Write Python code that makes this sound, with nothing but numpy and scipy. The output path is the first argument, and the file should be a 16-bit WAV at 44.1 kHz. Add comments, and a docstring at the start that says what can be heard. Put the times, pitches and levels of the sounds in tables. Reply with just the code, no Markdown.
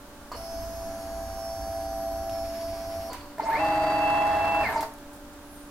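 """A cooling fan hums in a wood-panelled workshop, close to a small CNC router just left of the right-hand side's
stronger pickup: its stepper lifts the spindle with a steady whine, then the gantry makes a fast, rattling traverse.
Motor tones are sines tied to shaft speed; air, screw and guides are shaped noise. On every speed ramp torque ripple
sweeps through the frame's resonances; jolts and clicks are short noise bursts, and thin squeaks come last."""
import sys
import numpy as np
from scipy import signal
from scipy.fft import rfft, irfft
from scipy.io import wavfile
from scipy.ndimage import uniform_filter1d

SR = 44100
rng = np.random.default_rng(int(sys.argv[2]) if len(sys.argv) > 2 else 0)


def waveform_to_disk(signal):
    """Save audio, clipped to [-1, 1], as 16-bit WAV at the path in sys.argv[1]."""
    frames = np.transpose(np.atleast_2d(signal))
    scaled = np.clip(frames, -1, 1) * 32767
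    samples = np.round(scaled).astype(np.int16)
    wavfile.write(sys.argv[1], SR, samples)


N = 251370
T = np.arange(N) / SR
BINS = np.maximum(np.arange(N // 2 + 1) * SR / N, 1)  # spectrum frequencies, Hz
SIDES = np.array([[1], [-1]])  # left, right

# shaft speed of each move: t/s, share of full speed
LIFT_SPEED = [(.309, 0), (.366, 1), (3.094, 1), (3.158, 0)]
TRAVERSE_SPEED = [(3.386, 0), (3.597, 1), (4.62, 1), (4.83, 0)]
# coil frequencies at full speed, and coil cycles in one shaft turn
LIFT_COIL_HZ, TRAVERSE_COIL_HZ, CYCLES_PER_TURN = 166.64, 666.5, 50
# shudders as the gantry sets off, brakes and halts:
# t/s, growl level/dB, rattle level/dB against full speed before trim, rattle decay constant/s
SHUDDERS = [(3.4, -23.5, -4.5, 0.021), (4.761, -24.5, -21, 0.018), (4.831, -24, -8, .035)]
# stereo width of the sound field: f/Hz, side minus mid level/dB
WIDTH = [(60, -15.5), (250, -19.5), (600, -13.5), (1000, -9), (2000, -2), (4000, 0.5), (12000, 0.5)]


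def undb(db):
    """Decibels to gain."""
    return 10 ** (np.asarray(db) / 20)


def curves(table):
    """Each column of a timed table, sample by sample."""
    s, *columns = np.transpose(table)
    return [np.interp(T, s, c) for c in columns]


def gain_at(points, hz):
    """Gain of a (Hz, dB) spectrum at the given frequencies."""
    f, db = np.transpose(points)
    return undb(np.interp(np.log(hz), np.log(f), db))


def walk(rate):
    """Smooth random drift, spread near 1: held random steps at the given rate in Hz, averaged twice."""
    k = int(SR / rate)
    held = np.repeat(rng.standard_normal(N // k + 2), k)[rng.integers(k):]
    return 1.3 * uniform_filter1d(uniform_filter1d(held, k), k)[:N]


def lag(drive, seconds):
    """Level of a vibration that builds up and dies away behind its drive."""
    keep = np.exp(-1 / (seconds * SR))
    return signal.lfilter([1 - keep], [1, -keep], drive)


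def spread(mid, side):
    """Left and right from two unrelated signals: bass alike, treble apart."""
    return mid + SIDES * irfft(rfft(side) * gain_at(WIDTH, BINS), N)


def colour(white, points):
    """Stereo noise with a given density (Hz, dB per Hz) from a pair of white noises."""
    mid, side = irfft(rfft(white) * gain_at(points, BINS) * np.sqrt(SR / 2), N)
    return spread(mid, side)


def resonate(x, modes):
    """Sum of damped resonances (Hz, width Hz, peak dB) driven by x."""
    response = sum(undb(db) / (1 + 1j * (BINS / hz - hz / BINS) * hz / width) for hz, width, db in modes)
    return irfft(rfft(x) * response, N)


def cycles(hz):
    """Running phase in radians."""
    return 2 * np.pi * np.cumsum(hz) / SR


def tone(hz, speed, wander, rough):
    """One machine tone; the microphone drifts through its standing waves, so level and side keep shifting."""
    mid = 1 + wander * (walk(3.08) + 1j * walk(3.03)) + rough * walk(45)
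    mid = mid / np.sqrt(1 + 2 * wander ** 2)
    side = gain_at(WIDTH, hz) * (0.17 * walk(3.94) + .8j * walk(2.85))
    phase = cycles(hz * speed) + rng.uniform(0, 2 * np.pi)
    return np.sqrt(2) * np.real((mid + SIDES * side) * np.exp(1j * phase))


def per_turn(coil_hz, crest_s):
    """A swing between -1 and 1, once per shaft turn, with a crest at crest_s."""
    return np.cos(2 * np.pi * (T - crest_s) * coil_hz / CYCLES_PER_TURN)


def workshop():
    """Steady fan and idle-driver hum over the broad noise of the air."""
    # fan and idle drivers: f/Hz, level/dB
    fan = [(290.7, -51), (376.8, -66), (581.4, -56), (872.1, -64), (1163, -69), (1394, -68), (1572, -70),
           (1696, -73), (3720, -81), (5787, -80), (8974, -81), (10465, -82), (12758, -83), (13108, -83),
           (15547, -86)]
    # air noise: f/Hz, density/dB per Hz
    shop = [(25, -69), (50, -73), (100, -78), (150, -83), (240, -75), (350, -80), (480, -82.5), (900, -82),
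            (1500, -86.5), (2100, -94), (3500, -97), (6000, -99.5), (13000, -102), (15500, -103)]
    hum = sum(undb(db) * tone(hz, np.ones(N), wander=0.33, rough=0.13) for hz, db in fan)
    return hum + colour(rng.standard_normal((2, N)) * undb(0.31 * walk(9.9)), shop)


def lift_lead(speed):
    """The lift's three leading tones build up at full speed; the full-step tone swells with each turn."""
    # full-step tone: t/s, level/dB
    step_level = [(.55, -38), (1.3, -39.5), (1.8, -36), (2.4, -33.5), (3.05, -37)]
    # tone that beats above it: t/s, level/dB before trim
    beat_level = [(0.42, -52), (0.5, -50), (0.72, -64), (0.8, -52), (1.85, -40), (2.43, -41.5),
                  (2.49, -51.5), (2.66, -60), (2.72, -49), (3.08, -47)]
    # microstep whistle: t/s, level/dB before trim
    microstep_level = [(0.42, -60), (0.49, -56), (0.88, -63.5), (1.0, -76), (1.03, -63), (1.13, -84),
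                       (1.45, -58.5), (1.72, -67), (2.27, -71), (2.35, -57.5), (3.08, -67)]
    swell_db = 1.46 * per_turn(LIFT_COIL_HZ, crest_s=2.069)
    step = undb(curves(step_level)[0] + swell_db) * tone(666.5, np.ones(N), wander=.03, rough=0.09)
    beat = undb(curves(beat_level)[0] + 1.6) * tone(776.3, np.ones(N), wander=.03, rough=0.072)
    whistle = undb(curves(microstep_level)[0] + 4.5) * tone(5332, np.ones(N), wander=0.11, rough=0.3)
    # the two lower tones die away faster than they build up
    singing = np.minimum(lag(speed ** 4, seconds=0.044), lag(speed ** 4, seconds=.014))
    return singing * (step + beat) + speed ** 20 * whistle


def chain_rustle(speed):
    """Dry rustle of the cable chain: band noise with a flickering level, stronger as the lift brakes and
    settles."""
    # rustle colour, later scaled to unit level: f/Hz, relative density/dB
    friction = [(900, -23), (1500, -8), (2200, 4.5), (3000, -2), (4200, -4), (7000, -30)]
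    # it fades after the start and jumps up near the top: t/s, level/dB before trim
    rustle_level = [(.34, -52), (.5, -58), (.9, -62), (2.25, -66), (2.37, -52.5), (2.8, -53.5),
                    (3.1, -53.5)]
    brake_db = 8 * (1 - speed) * (T > LIFT_SPEED[2][0])
    grains = colour(rng.standard_normal((2, N)) * undb(3.5 * walk(70)), friction)
    return grains / np.std(grains) * undb(curves(rustle_level)[0] + brake_db - 3.5)


def screw_rumble(speed):
    """Low noise and throb of the lead screw, slowly fading and dipping at even intervals."""
    # rumble before its fade: f/Hz, density/dB per Hz
    low_noise = [(25, -67.5), (40, -69.5), (54, -62), (68, -69), (85, -60.5), (130, -84), (400, -130)]
    dip_s, dip_every_s = 1.51, .53
    dips = np.cos(np.pi * (T - dip_s) / dip_every_s) ** 20
    rumble_db = 2 - 1.1 * (T - LIFT_SPEED[0][0]) - 5 * dips
    rumble = colour(rng.standard_normal((2, N)), low_noise) * undb(rumble_db)
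    throb = undb(rumble_db - 48) * tone(53.3, speed, wander=0.19, rough=0.17)
    return rumble + throb


def lift():
    """The spindle rises: step tones, a comb of driver whine, the rumbling lead screw and the rustling cable
    chain."""
    # weaker motor and driver tones at full speed: f/Hz, level/dB before trim
    lift_tones = [(1333, -63), (1629, -67), (1685, -68), (4388, -71), (4559, -66), (4665, -64), (4999, -71),
                  (5165, -66), (5499, -64), (5665, -71), (5831, -65), (5942, -68), (6106, -69), (6276, -65),
                  (6441, -77), (6719, -71), (6884, -75), (7052, -76), (8333, -77), (8439, -73), (9552, -78),
                  (9900, -77), (10053, -78), (10329, -70), (10498, -69), (10662, -70), (10829, -66),
                  (10994, -69), (11103, -67), (11275, -70), (11438, -74), (11609, -67), (11770, -63),
                  (11880, -73), (11938, -74), (12546, -69), (12654, -76), (13205, -72), (13322, -76),
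                  (15662, -75)]
    # screw noise: f/Hz, density/dB per Hz
    lift_noise = [(110, -90.5), (220, -73.5), (450, -84.5), (700, -79.5), (1000, -86.5), (1500, -86.5),
                  (2000, -96.5), (3600, -103), (4500, -98), (8000, -100), (13000, -100.5), (15500, -106)]
    speed, = curves(LIFT_SPEED)
    whine = sum(undb(db) * tone(hz, speed, wander=0.83, rough=0.72) for hz, db in lift_tones)
    whine = undb(0.5) * speed ** 6 * whine
    screw = colour(rng.standard_normal((2, N)) * undb(0.51 * walk(39.98)), lift_noise)
    # the table keeps trembling for a moment after the screw stops
    trembling = np.maximum(speed, lag(speed, seconds=0.11))
    return lift_lead(speed) + whine + trembling * (screw + chain_rustle(speed) + screw_rumble(speed))


def burst(s, db, decay):
    """A short puff of contact noise that falls 60 dB in the decay time."""
    return rng.standard_normal(N) * (T >= s) * undb(db - 60 * np.maximum(T - s, 0) / decay)


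def jolt(s, push_db, chatter_db, decay, contact_s=0.00017):
    """A soft push as the play in the drive closes, then brief chatter."""
    push = undb(push_db) * np.exp(-.5 * ((T - s) / contact_s) ** 2)
    return push + burst(s, chatter_db, decay)


def frame(coil_hz, speed, ripple, jolts, modes, smooth_db):
    """Torque ripple and jolts ring the frame; near full speed the coils smooth the ripple away."""
    # the rotor judders about its commanded angle, which smears the high orders into noise
    judder = speed ** .5 * (.12 * walk(2500) + .075 * walk(250))
    phase = cycles(coil_hz * speed) + judder
    force = sum(np.sqrt(2) * undb(db) * np.sin(k * phase) for k, db in ripple)
    force = force * np.minimum(10 * speed, 1) * undb(smooth_db * speed ** 20)
    return resonate(force + sum(jolt(*row) for row in jolts), modes)


def carriage():
    """The spindle carriage rings as the lift's torque ripple and jolts pass through its resonances."""
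    # torque ripple before smoothing: multiple of the coil frequency, level/dB
    ripple = [(4, -29.5), (32, -32)]
    # jolts as it takes up or loses speed: t/s, push/dB, chatter/dB, time to fall 60 dB/s
    jolts = [(.317, -10, -20.5, 0.15), (3.141, -33, -30, 0.93)]
    # resonances: f/Hz, width/Hz, peak gain/dB
    modes = [(774, 57, -5), (987, 56, 6), (1125, 110, -7), (1600, 94, -25), (2920, 20, -8.5),
             (4330, 165, -10), (4620, 100, -9.5), (6900, 810, -33), (13200, 600, -24)]
    return frame(LIFT_COIL_HZ, curves(LIFT_SPEED)[0], ripple, jolts, modes, smooth_db=-14)


def clicks():
    """Small clicks, most at the stops, as of couplings and cable chain: noise bursts through one resonance."""
    # t/s, burst level/dB before the resonance, centre f/Hz, width/Hz, time to fall 60 dB/s
    click_table = [(2.295, -30.5, 3300, 1200, 0.027), (2.611, -37, 3200, 2500, .04),
                   (3.131, -33, 8000, 11000, 0.023), (3.132, -37, 3000, 5000, 0.074),
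                   (4.807, -35, 4970, 12000, 0.1), (4.823, -47, 10000, 9000, 0.29),
                   (4.938, -38, 10100, 5000, 0.013), (4.984, -45, 6500, 3000, 0.025),
                   (5.132, -48, 10000, 5000, 0.13), (5.162, -47, 9000, 6000, .06),
                   (5.333, -49, 8500, 3000, .05)]
    return sum(resonate(burst(s, db, decay), [(hz, width, 0)]) for s, db, hz, width, decay in click_table)


def braking():
    """1 while the gantry slows down, else 0, with soft edges."""
    slowing = (T > TRAVERSE_SPEED[2][0]) & (T < TRAVERSE_SPEED[3][0])
    return lag(1. * slowing, seconds=.005)


def gantry():
    """The gantry frame rings from torque ripple and jolts, louder while it brakes."""
    # torque ripple before smoothing: multiple of the coil frequency, level/dB
    ripple = [(1, -27.5), (2, -34), (3, -26.5), (4, -23), (8, -37.5), (32, -33.5)]
    # jolts as it takes up or loses speed: t/s, push/dB, chatter/dB, time to fall 60 dB/s
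    jolts = [(3.383, -3, -28, 0.042), (4.612, -2, -26, .015), (4.779, -10, -28, .04),
             (4.829, -1, -19, 0.044)]
    # resonances before the braking gain: f/Hz, width/Hz, peak gain/dB
    modes = [(309, 14, -14), (438, 10.5, -9), (651, 18, -1), (894, 22, -27), (980, 48, -9), (1490, 23, -25),
             (1826, 93, -8), (2113, 47, -2.5), (2270, 290, -15.5), (4540, 1100, -15), (7240, 4800, -25.5),
             (12000, 860, -20)]
    ringing = frame(TRAVERSE_COIL_HZ, curves(TRAVERSE_SPEED)[0], ripple, jolts, modes, smooth_db=-21)
    return ringing * undb(2.5 * braking())


def shudder(s, fall_s):
    """Envelope that rises quickly to 1 at s and dies away."""
    rise_s = 0.0036
    return np.exp(-(np.minimum(T - s, 0) / rise_s) ** 2 - np.maximum(T - s, 0) / fall_s)


def growl():
    """The gantry's main mode, shaken by coil harmonics sweeping through it and by the shudders."""
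    # harmonics that shake it: multiple of the coil frequency, level/dB speeding up, level/dB braking
    growl_orders = [(2, -24, -30), (3, -22, -44), (4, -21.5, -24), (8, -26, -18)]
    mode_hz, width_hz = 901, 91
    speed, = curves(TRAVERSE_SPEED)
    slowing = T > TRAVERSE_SPEED[2][0]
    drive = np.zeros(N)
    for k, up_db, down_db in growl_orders:
        closeness = np.exp(-((k * TRAVERSE_COIL_HZ * speed - mode_hz) / width_hz) ** 2)
        drive += undb(np.where(slowing, down_db, up_db)) * closeness
    swing = lag(drive, seconds=0.018) + sum(undb(db) * shudder(s, fall_s=0.0036) for s, db, _, _ in SHUDDERS)
    # a weaker, slower ring outlasts the growl
    swing = swing + undb(-5) * lag(swing, seconds=0.054)
    return swing * tone(mode_hz, 1 + 0.012 * walk(150), wander=.03, rough=0.2)


def traverse_lead(speed):
    """The gantry's leading tones build up near full speed and ring on briefly; the coil tone throbs each turn."""
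    # multiples of the coil frequency
    harmonics = (4, 5, 7)
    # their levels before trim: t/s, fourth level/dB, fifth level/dB, seventh level/dB
    harmonic_levels = [(3.62, -39.5, -65, -60), (3.8, -47, -71, -56.5), (3.93, -45.5, -66, -51),
                       (4.07, -39.5, -58, -62), (4.22, -40.5, -55, -70), (4.33, -46, -57, -64),
                       (4.46, -39, -61, -70), (4.6, -37.5, -60, -65)]
    howl = undb(-26) * tone(824.7, np.ones(N), wander=0.052, rough=.08)
    coil_db = -34 + 2 * per_turn(TRAVERSE_COIL_HZ, crest_s=4.14)
    coil = undb(coil_db) * tone(TRAVERSE_COIL_HZ, np.ones(N), wander=0.22, rough=0.13)
    upper = sum(undb(db + 3.0) * tone(k * TRAVERSE_COIL_HZ, np.ones(N), wander=0.065, rough=0.13)
                for k, db in zip(harmonics, curves(harmonic_levels)))
    return lag(speed ** 20, seconds=.016) * (howl + coil + upper)


def gantry_rattle(speed):
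    """Contact noise of screw and guides that partly repeats each shaft turn and grows as a power of speed."""
    # rattle at full speed before trim: f/Hz, density/dB per Hz
    traverse_noise = [(30, -72), (80, -62.5), (140, -71.5), (310, -68.5), (530, -69), (640, -59),
                      (800, -59.5), (1100, -61.5), (1500, -70.5), (1800, -69.5), (2300, -78), (3400, -85.5),
                      (4400, -84), (6000, -92), (12000, -95), (15500, -100)]
    repeat = 0.59  # share of the power that repeats
    turn = int(SR * CYCLES_PER_TURN / TRAVERSE_COIL_HZ)  # samples
    repeated = rng.standard_normal((2, turn))[:, np.arange(N) % turn]
    fresh = rng.standard_normal((2, N))
    contacts = np.sqrt(repeat) * repeated + np.sqrt(1 - repeat) * fresh
    rattle = colour(contacts * undb(1.53 * walk(250) - 1.65), traverse_noise)
    drive = speed ** 0.92
    # the rattle takes a moment to settle
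    shaking = np.maximum(drive, lag(drive, seconds=0.067))
    shaking = shaking + sum(undb(db) * shudder(s, fall_s) for s, _, db, fall_s in SHUDDERS)
    # 1 dB more while braking
    return undb(0.58 + braking()) * shaking * rattle


def traverse():
    """The gantry runs fast: howling motor tones and a low hum over the rattle."""
    # weaker motor tones at full speed: f/Hz, level/dB
    traverse_tones = [(314, -45), (635, -35.5), (985, -42), (1016, -41.5), (1456, -55.5), (1650, -49),
                      (1788, -47), (1933, -59), (1987, -56), (2000, -55), (2013, -54), (2652, -48),
                      (2680, -48.5), (3998, -65.5), (4316, -60), (5333, -82), (5999, -77), (6666, -68),
                      (7999, -73), (15488, -73)]
    # low hum at full speed: f/Hz, level/dB
    gantry_hum = [(91.5, -52), (145.3, -52), (193.8, -53), (290.7, -46), (387.6, -53.5), (484.5, -56)]
    speed, = curves(TRAVERSE_SPEED)
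    whine = sum(undb(db) * tone(hz, speed, wander=0.68, rough=0.4) for hz, db in traverse_tones)
    hum = sum(undb(db) * tone(hz, speed, wander=0.59, rough=0.15) for hz, db in gantry_hum)
    return traverse_lead(speed) + speed ** 8 * whine + speed ** 2 * hum + gantry_rattle(speed)


def squeaks():
    """Faint, thin whistles whose unsteady pitch glides along a bend."""
    # t/s, length/s, start f/Hz, middle f/Hz, end f/Hz, peak level/dB
    squeak_table = [(5.385, 0.16, 8500, 10300, 11100, -62), (5.49, 0.072, 10100, 10850, 11100, -56),
                    (5.493, 0.14, 11900, 13100, 11900, -58), (5.536, .065, 9050, 8950, 8450, -55.5),
                    (5.574, 0.086, 10100, 9550, 9200, -58), (5.64, .06, 11200, 10900, 10200, -62)]
    out = np.zeros(N)
    for s, length, start_hz, middle_hz, end_hz, db in squeak_table:
        u = np.clip((T - s) / length, 0, 1)
        bend = np.polyfit([0, .5, 1], [start_hz, middle_hz, end_hz], 2)
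        hz = np.polyval(bend, u) * (1 + .007 * walk(600))
        out += undb(db) * np.sin(np.pi * u) * np.sin(cycles(hz))
    return out


def room(x, t60=0.26, wet_db=-7):
    """Direct sound and the short echo of panelled walls, a decaying noise tail (t60 in s)."""
    tail = rng.standard_normal((2, N)) * (T > .003) * undb(-60 * T / t60)
    tail = tail[:, :SR] / np.sqrt(np.sum(tail[0] ** 2))
    mid, side = signal.fftconvolve(x[None], tail, axes=1)[:, :N]
    return spread(x + undb(wet_db) * mid, undb(-3.5) * side)


def scene():
    """Both moves, the ringing frame and the small noises in the workshop."""
    echoing = room(carriage() + clicks() + gantry() + squeaks())
    return workshop() + lift() + growl() + traverse() + echoing


def record(dry, balance_db=-0.95):
    """The machine stands a little to the right of the microphone; a steep low-pass cuts the top."""
    low_pass = signal.ellip(10, .2, 80, 15800, fs=SR, output="sos")
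    return signal.sosfilt(low_pass, dry * undb(SIDES * balance_db / 2))


dry = scene()
out = record(dry)
waveform_to_disk(out)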